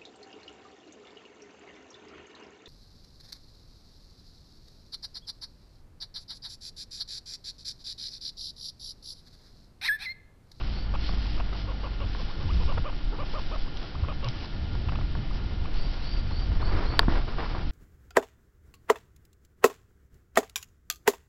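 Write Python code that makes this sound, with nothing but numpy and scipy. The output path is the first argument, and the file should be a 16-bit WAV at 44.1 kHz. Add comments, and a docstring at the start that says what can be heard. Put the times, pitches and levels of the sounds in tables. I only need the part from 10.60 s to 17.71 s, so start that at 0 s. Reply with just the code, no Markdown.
"""Guinea pigs in long grass, close to the microphone of a small, faintly whining camera, in gusty wind.
At first a distant bird whistles twice, echoing off a garden wall, and a low hum dies away by 2 s.
Up close the animals voice soft arched chuts until about 3.7 s and quick upward squeaks throughout;
blades rustle and snap as they push through, and the camera is bumped in the hand. From 5 s the bird
calls again, something rubs close by the microphone, and at 6.4 s a hard knock rings the camera case."""
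import sys
import numpy as np
from scipy import signal
from scipy.fft import rfft, irfft
from scipy.io import wavfile

SR = 44100
rng = np.random.default_rng(int(sys.argv[2]) if len(sys.argv) > 2 else 0)


def pcm_store(signal):
    """Save signal as 16-bit PCM."""
    levels = np.round(np.clip(np.atleast_2d(signal), -1, 1) * 32767)
    wavfile.write(sys.argv[1], SR, levels.astype(np.int16).T)


N = 313551
T = np.arange(N) / SR
FLICK_HZ, FLICK_S = 1376, .019  # calls close with a flick toward this pitch; its full length in a chut

# close chuts: (time [s], arch length [s], crest pitch [Hz], voiced share of the flick [0-1],
# relative level [dB], nasal edge [dB])
CHUTS = [(0.771, .016, 617, 0.06, -41, -3), (1.072, .034, 562, 1, -39.5, 0),
         (1.230, 0.03, 582, 1, -36.5, 1), (1.399, 0.037, 574, 0.64, -39.5, 6),
         (1.583, 0.026, 541, 0.95, -41.5, -8), (1.796, 0.031, 587, 1, -44.5, -9),
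         (1.995, 0.028, 514, 1, -40.5, 3), (2.077, 0.035, 591, 0.97, -34.5, 1),
         (2.171, 0.012, 493, 0, -34, -14), (2.241, 0.047, 614, 0.88, -34.5, 1),
         (2.52, 0.022, 454, 1, -39.5, -11), (2.581, 0.046, 601, 0.77, -35, -0.5),
         (2.733, .049, 621, 1, -34, -14), (2.909, .046, 640, 0.65, -35, -4),
         (3.222, 0.036, 672, .7, -44, -16), (3.477, 0.036, 629, 0.8, -35.5, 1.5),
         (3.624, 0.04, 574, 0.95, -36, 5)]
# close squeaks: (time [s], length [s], start pitch [Hz], relative level [dB], nasal edge [dB])
SQUEAKS = [(.002, 0.015, 610, -40.5, 8), (0.339, 0.024, 476, -33.5, 1), (0.561, 0.019, 570, -46, 4),
           (0.649, 0.014, 647, -43, 5), (0.793, 0.02, 586, -35, 2.5), (.942, .019, 578, -44, 0),
           (1.675, 0.043, 708, -43.5, -16), (1.876, 0.042, 786, -38, 3), (3.058, 0.028, 697, -44, -7),
           (3.343, 0.016, 658, -38, -5), (3.433, 0.019, 415, -38, -4), (3.819, 0.034, 414, -43.5, 0),
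           (4.284, 0.0139, 800, -33, 5.5), (4.35, 0.011, 783, -36.5, 7), (4.705, 0.012, 905, -38.5, -5),
           (5.047, .015, 800, -40, 4), (5.702, 0.018, 627, -42.5, -4), (6.015, 0.021, 587, -34, -10),
           (6.847, 0.021, 730, -37, -5)]
# resonances of throat and nose: (frequency [Hz], gain [dB])
THROAT = [(300, 5), (600, -4.5), (900, -3), (1220, -2), (1450, -11.5), (1750, -25), (2100, -22.5),
          (2450, -13.5), (2900, -13), (3300, -21), (4500, -34.5)]
# soft clucks and pats in the grass: (time [s], level [dB])
PATS = [(.339, -27), (.490, -29), (.535, -32), (.800, -27.5), (.928, -32), (1.237, -40.5), (2.177, -29),
        (2.240, -38), (2.327, -34), (3.484, -32), (4.321, -27.5), (4.333, -36), (4.388, -28.5),
        (4.411, -32.5), (6.949, -25)]
# blades snapping: (time [s], peak level [dB])
SNAPS = [(1.9689, -33), (3.1708, -28), (3.644, -27), (3.686, -21.5), (5.142, -32), (5.158, -32.5)]
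# an animal pushes through the blades: (time [s], length [s], level [dB])
PUSHES = [(0, 0.19, -50), (.37, 0.39, -46.5), (.9, 0.11, -48), (1.44, 0.37, -48.5), (1.84, 0.35, -49),
          (2.63, 0.17, -48), (2.8, 0.22, -51.5), (3.14, 0.15, -49), (3.65, .19, -48), (4.7, 0.066, -50.5),
          (5.12, .45, -48), (5.65, 0.27, -52), (6.48, 0.06, -51), (6.75, 0.13, -51)]
# something rubs close by the microphone: (time [s], length [s], level [dB])
RUBS = [(4.78, 1.7, -51.5), (5.99, 0.43, -39.5), (6.11, 0.14, -37.5), (6.48, 0.097, -35),
        (6.66, 0.042, -39), (6.77, 0.064, -36.5), (6.88, .1, -40.5)]
# dull brushing of grass: (frequency [Hz], gain [dB])
BRUSH_SPECTRUM = [(150, -4.5), (300, 7.5), (600, 2), (1050, 1.5), (1600, -3), (2200, -7.5), (3200, -15.5),
                  (4500, -21), (6000, -36)]
# fine rustle of grass: (frequency [Hz], gain [dB])
RUSTLE_SPECTRUM = [(800, -18), (1800, -5), (2400, -3.5), (3100, 0), (3800, -2), (4500, -1), (5200, -2),
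                   (5900, -15.5)]
# a knock and soft finger taps on the camera: (time [s], relative level [dB], contact time [s])
KNOCKS = [(1.548, -18.5, 0.00056), (4.151, -19.5, 0.00085), (4.551, -19.5, 0.00054), (6.3921, -0.5, .00005),
          (6.43, -13, 0.00072), (6.4809, -7.5, 0.0008)]
# modes of the camera case: (frequency [Hz], gain [dB], t60 [s])
CASE_MODES = [(436, -23, 0.062), (705, -17, 0.034), (920, -15, 0.032), (1106, -13.5, 0.031),
              (1400, -13.5, 0.02), (1724, -3.5, 0.009), (3160, -9, 0.011), (3740, -5.5, 0.0073),
              (4460, -2.5, 0.0095), (4780, -4, 0.0041)]
# bumps through the camera body: (time [s], length [s], frequency [Hz], level [dB])
BUMPS = [(1.86, 0.26, 177, -36.5), (1.867, 0.2, 56.5, -21), (3.418, 0.03, 74.6, -17),
         (3.638, 0.086, 118, -25), (4.41, 0.062, 34, -17), (5.902, 0.034, 62.7, -13.5),
         (6.48, 0.0074, 187, -10.5)]
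# gusts on the microphone: (time [s], length [s], level [dB])
GUSTS = [(0, 0.65, -37), (1.76, 0.4, -29.5), (3.93, .66, -32.5), (4.7, 0.42, -35.5), (5.2, 0.44, -43),
         (5.58, 0.47, -32), (5.89, .66, -29), (6.6, 0.25, -37), (6.94, 0.094, -30.5)]
# wind buffeting the microphone: (frequency [Hz], gain [dB])
BUFFET_SPECTRUM = [(20, -18.5), (45, -3), (70, -0.5), (100, -6), (150, -13.5), (220, -22), (350, -28.5),
                   (700, -47.5)]
# strength of the wind's slow sway: (time [s], relative level [dB])
SWAY_LEVEL = [(0, -32), (.8, -28.5), (1.1, -34.5), (1.6, -29.5), (2.4, -21.5), (2.65, -29), (2.9, -25),
              (3.2, -31), (3.85, -32), (4.45, -26.5), (4.93, -31), (5.17, -21.5), (5.35, -25.5),
              (5.68, -26.5), (5.9, -22.5), (6.6, -21), (7.0, -27)]
# rumble of that sway: (frequency [Hz], gain [dB])
SWAY_SPECTRUM = [(3, -9.5), (7, 3), (12, 7), (20, -3.5), (35, 3), (50, -16.5), (80, -53.5)]
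# hush of open air: (frequency [Hz], gain [dB])
AIR_SPECTRUM = [(59, -24), (100, -5.5), (178, -9), (297, -12.5), (403, -21.5), (576, -23), (823, -21),
                (1030, -33), (1390, -26.5), (1960, -30), (2940, -27.5), (4900, -30.5), (5810, -45.5),
                (7550, -66), (12800, -120)]
# distant bird: (time [s], length [s], held pitch [Hz], relative level [dB])
WHISTLES = [(0.134, 0.092, 4610, -51), (0.437, 0.035, 4600, -47.5), (5.141, 0.1, 4680, -51),
            (5.425, 0.15, 4660, -49), (5.718, 0.089, 4660, -48), (6.01, 0.088, 4630, -48.5),
            (6.258, 0.077, 4590, -49)]
# low background hum: (time [s], pitch [Hz], level [dB])
HUM = [(0, 49.07, -33), (.6, 48.7, -31), (1.1, 48.6, -32), (1.6, 46.07, -33), (1.8, 45.6, -53),
       (2.0, 47.3, -90)]
# harmonics of the hum: (multiple of the pitch, gain [dB])
HUM_HARMONICS = [(1, 0), (2, -10), (4, -19)]
# tones of the camera's works: (frequency [Hz], rms level [dB])
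WHINE = [(292, -58.5), (353, -60.5), (1411, -60), (1764, -66), (2094, -66), (3014, -64), (5512, -72)]


def chuts(rise_share=.6, onset_ratio=.55, dip_ratio=.82, onset_db=-9, dip_db=-5, gain_db=1):
    """A guinea pig near the microphone: the pitch arches, sags, then flicks up as the call closes."""
    out = np.zeros(N)
    for s, arch_s, crest_hz, voiced, db, nasal_db in CHUTS:
        marks = [0, rise_share * arch_s, arch_s, arch_s + FLICK_S]
        t = np.arange(0, arch_s + voiced * FLICK_S, 1 / SR)
        rise, sag, flick = (np.interp(t, span, [0, 1]) for span in zip(marks, marks[1:]))
        dip_hz = dip_ratio * crest_hz
        arch_hz = crest_hz * (1 - (1 - onset_ratio) * (1 - rise) ** 2)
        hz = arch_hz + (dip_hz - crest_hz) * sag ** 2 + (FLICK_HZ - dip_hz) * flick ** 2
        effort = np.interp(t, marks, undb([onset_db, 0, dip_db, 0])) * signal.windows.tukey(len(t), .1)
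        add(out, s, voice(hz, effort, nasal_db) * undb(db + gain_db))
    return out


def squeaks(hz_per_db=22.5, usual_db=-39.5, gain_db=3):
    """The closing flick alone: one fast, swelling glide that stops short; louder ones climb higher."""
    out = np.zeros(N)
    for s, length, start_hz, db, nasal_db in SQUEAKS:
        progress = np.linspace(0, 1, int(length * SR))
        end_hz = FLICK_HZ + hz_per_db * (db - usual_db)
        hz = start_hz + (end_hz - start_hz) * progress ** 1.5
        swell = np.interp(progress, [0, .7, 1], [.3, 1, .8]) * signal.windows.tukey(len(hz), .25)
        add(out, s, voice(hz, swell, nasal_db) * undb(db + gain_db))
    return out


def voice(hz, envelope, nasal_db, jitter=.02, shimmer_db=2.5):
    """Slightly unsteady vocal folds; their harmonics glide through the fixed throat resonances."""
    wobble, flutter = (unit(band(rng.standard_normal(len(hz)), 30, 270)) for _ in range(2))
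    phase = 2 * np.pi * np.cumsum(hz * (1 + jitter * wobble)) / SR
    k = np.arange(1, 9)[:, None]
    nasal = np.clip((k * hz - 1700) / 700, 0, 1)  # the nasal edge acts above 1700 Hz
    harmonics = response(k * hz, THROAT) * undb(nasal_db * nasal) * np.sin(k * phase)
    return harmonics.sum(axis=0) * envelope * undb(shimmer_db * flutter)


def pats(centre_hz=920, t60=.032, thud_hz=170, thud_db=-4, thud_t60=.02):
    """Short dull clucks down in the grass, each over a small low thud."""
    out, t = np.zeros(N), T[:SR // 20]
    thud = np.sin(2 * np.pi * thud_hz * t) * undb(thud_db - 60 * t / thud_t60)
    for s, db in PATS:
        cluck = band(noise_burst(t, t60), centre_hz * .55, centre_hz * 1.45)
        add(out, s, undb(db) * (cluck / np.abs(cluck).max() + thud))
    return out


def snaps(t60=.0065):
    """A nearby blade gives way with a bright tick."""
    out, t = np.zeros(N), T[:SR // 40]
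    for s, db in SNAPS:
        tick = band(noise_burst(t, t60), 2600, 4900)
        add(out, s, undb(db) * tick / np.abs(tick).max())
    return out


def grass(grains_per_s=2500, grain_db=2, patchy_db=1.5, idle_brush_db=-51, idle_rustle_db=-55):
    """Blades slip over fur and camera in tiny grains: pushes mostly rustle, close rubs mostly brush."""
    push = swells(PUSHES, attack_s=.034, release_s=.064)
    rub = swells(RUBS, attack_s=.016, release_s=.068)
    brush = np.sqrt(undb(idle_brush_db) ** 2 + rub ** 2 + (undb(-6) * push) ** 2)
    rustle = np.sqrt(undb(idle_rustle_db) ** 2 + push ** 2 + (undb(-13) * rub) ** 2)
    out = np.zeros(N)
    for gain, spectrum in ((brush, BRUSH_SPECTRUM), (rustle, RUSTLE_SPECTRUM)):
        slips = (rng.random(N) < grains_per_s / SR) * rng.choice([-1, 1], N)
        sizes = undb(grain_db * np.minimum(rng.exponential(size=N), 6))
        out += colour(slips * sizes, spectrum) * gain * undb(patchy_db * drift(35))
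    return out


def knocks(attack_s=.00018):
    """Each contact rings the camera case; a soft finger pushes longer and leaves the high modes still."""
    out, t = np.zeros(N), T[:SR // 10]
    ring = sum((-1) ** k * np.sin(2 * np.pi * hz * t) * undb(db - 60 * t / t60)
               for k, (hz, db, t60) in enumerate(CASE_MODES))
    ring *= 1 - np.exp(-t / attack_s)
    for s, db, contact_s in KNOCKS:
        push = np.hanning(int(contact_s * SR) + 3)
        add(out, s, undb(db) * np.convolve(ring, push / push.sum()))
    return out


def bumps():
    """Handling noise reaches the microphone through the camera body as low rounded thumps."""
    out = np.zeros(N)
    for s, length, hz, db in BUMPS:
        t = np.arange(int(length * SR)) / SR
        add(out, s, undb(db) * np.hanning(len(t)) * np.sin(2 * np.pi * hz * t))
    return out


def wind(sway_gain_db=-1, breeze_db=-40.5, eddy_db=2.5, air_db=-43.5):
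    """Eddies sway and buffet the microphone, harder in each gust, over the even hush of open air."""
    sway_db, = curves(SWAY_LEVEL)
    sway = colour(rng.standard_normal(N), SWAY_SPECTRUM) * undb(sway_db + sway_gain_db)
    strength = np.hypot(undb(breeze_db), swells(GUSTS, attack_s=.023, release_s=.13))
    eddies = colour(rng.standard_normal(N), BUFFET_SPECTRUM + [(3000, -72)])
    buffet = eddies * strength * undb(eddy_db * drift(20))
    hush = colour(rng.standard_normal(N), AIR_SPECTRUM) * undb(air_db + .58 * drift(2.2))
    return band(sway, 2, 98) + buffet + hush


def bird(scoop_hz=680, scoop_s=.02, echo_s=.037, echo_db=-1, tail_db=-9, tail_t60=.55, gain_db=2):
    """Far off, each whistle scoops up to a held note; the wall returns it and the garden smears it."""
    out = np.zeros(N)
    for s, length, held_hz, db in WHISTLES:
        t = np.arange(int(length * SR)) / SR
        hz = held_hz - scoop_hz * np.exp(-t / scoop_s)
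        envelope = undb(db - 20 * t) * signal.windows.tukey(len(t), .1)
        note = envelope * np.sin(2 * np.pi * np.cumsum(hz) / SR)
        add(out, s, note)
        add(out, s + echo_s, undb(echo_db) * note)
    garden = noise_burst(T[:SR // 2], tail_t60)
    tail = signal.fftconvolve(out, garden / np.linalg.norm(garden))[:N]
    return undb(gain_db) * (out + undb(tail_db) * tail)


def hum(waver_db=2):
    """A low hum in the background sags in pitch and dies away."""
    hz, db = curves(HUM)
    phase = 2 * np.pi * np.cumsum(hz) / SR
    return np.sqrt(2) * sum(undb(db + harmonic_db + waver_db * drift(2.8)) * np.sin(k * phase)
                            for k, harmonic_db in HUM_HARMONICS)


def whine(wander_hz=1.56):
    """The microphone picks up thin, nearly steady tones from the camera's own works."""
    return np.sqrt(2) * sum(undb(db) * np.sin(2 * np.pi * np.cumsum(hz + wander_hz * drift(12)) / SR)
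                            for hz, db in WHINE)


def undb(db):
    return 10 ** (np.asarray(db) / 20)


def unit(x):
    """Scale to rms 1."""
    return x / np.sqrt(np.mean(x ** 2) + 1e-18)


def curves(table):
    """Each column after the time column, joined by straight lines in time."""
    s, *columns = np.transpose(table)
    return [np.interp(T, s, column) for column in columns]


def swells(table, attack_s, release_s):
    """Gain of (time [s], length [s], level [dB]) events that rise, hold, fade; overlaps add in power."""
    power = np.zeros(N)
    for s, length, db in table:
        rise = np.clip((T - s) / attack_s, 0, 1)
        fade = np.clip(1 - (T - s - length) / release_s, 0, 1)
        power += (undb(db) * rise * fade) ** 2
    return np.sqrt(power)


def response(hz, spectrum):
    """Gain of a (frequency [Hz], gain [dB]) spectrum at the given frequencies."""
    points_hz, db = np.transpose(spectrum)
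    return undb(np.interp(np.log(hz + 1e-9), np.log(points_hz), db))


def colour(x, spectrum):
    """Shape a signal by a spectrum, at rms 1."""
    hz = np.fft.rfftfreq(len(x), 1 / SR)
    return unit(irfft(rfft(x) * response(hz, spectrum), len(x)))


def band(x, lo_hz, hi_hz):
    """Causal band-pass."""
    return signal.sosfilt(signal.butter(2, [lo_hz, hi_hz], "band", fs=SR, output="sos"), x)


def noise_burst(t, t60):
    """White noise that falls 60 dB in t60 seconds."""
    return rng.standard_normal(len(t)) * undb(-60 * t / t60)


def drift(knots_per_s):
    """Slow random wander at rms 1."""
    knots = rng.standard_normal(4096)
    return unit(np.interp(T * knots_per_s, np.arange(len(knots)), knots))


def add(out, s, x):
    """Mix a short sound in at time s."""
    i = int(s * SR)
    out[i:i + len(x)] += x[:N - i]


def scene():
    """One microphone in the grass: animals close by, handling noise and wind on it, the bird far off."""
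    animals = chuts() + squeaks() + pats() + snaps() + grass()
    garden = bird() + wind() + hum()
    camera = knocks() + bumps() + whine()
    return (animals + garden + camera)[None]


def record(dry, top_hz=5850, ceiling=.68, output_hz=16000):
    """The camera cuts the high treble; the knock overloads its output and splashes above that cut."""
    narrow = signal.sosfilt(signal.ellip(10, .2, 85, top_hz, fs=SR, output="sos"), dry)
    clipped = np.clip(narrow, -ceiling, ceiling)
    return signal.sosfilt(signal.ellip(8, .2, 70, output_hz, fs=SR, output="sos"), clipped)


dry = scene()
out = record(dry)
pcm_store(out)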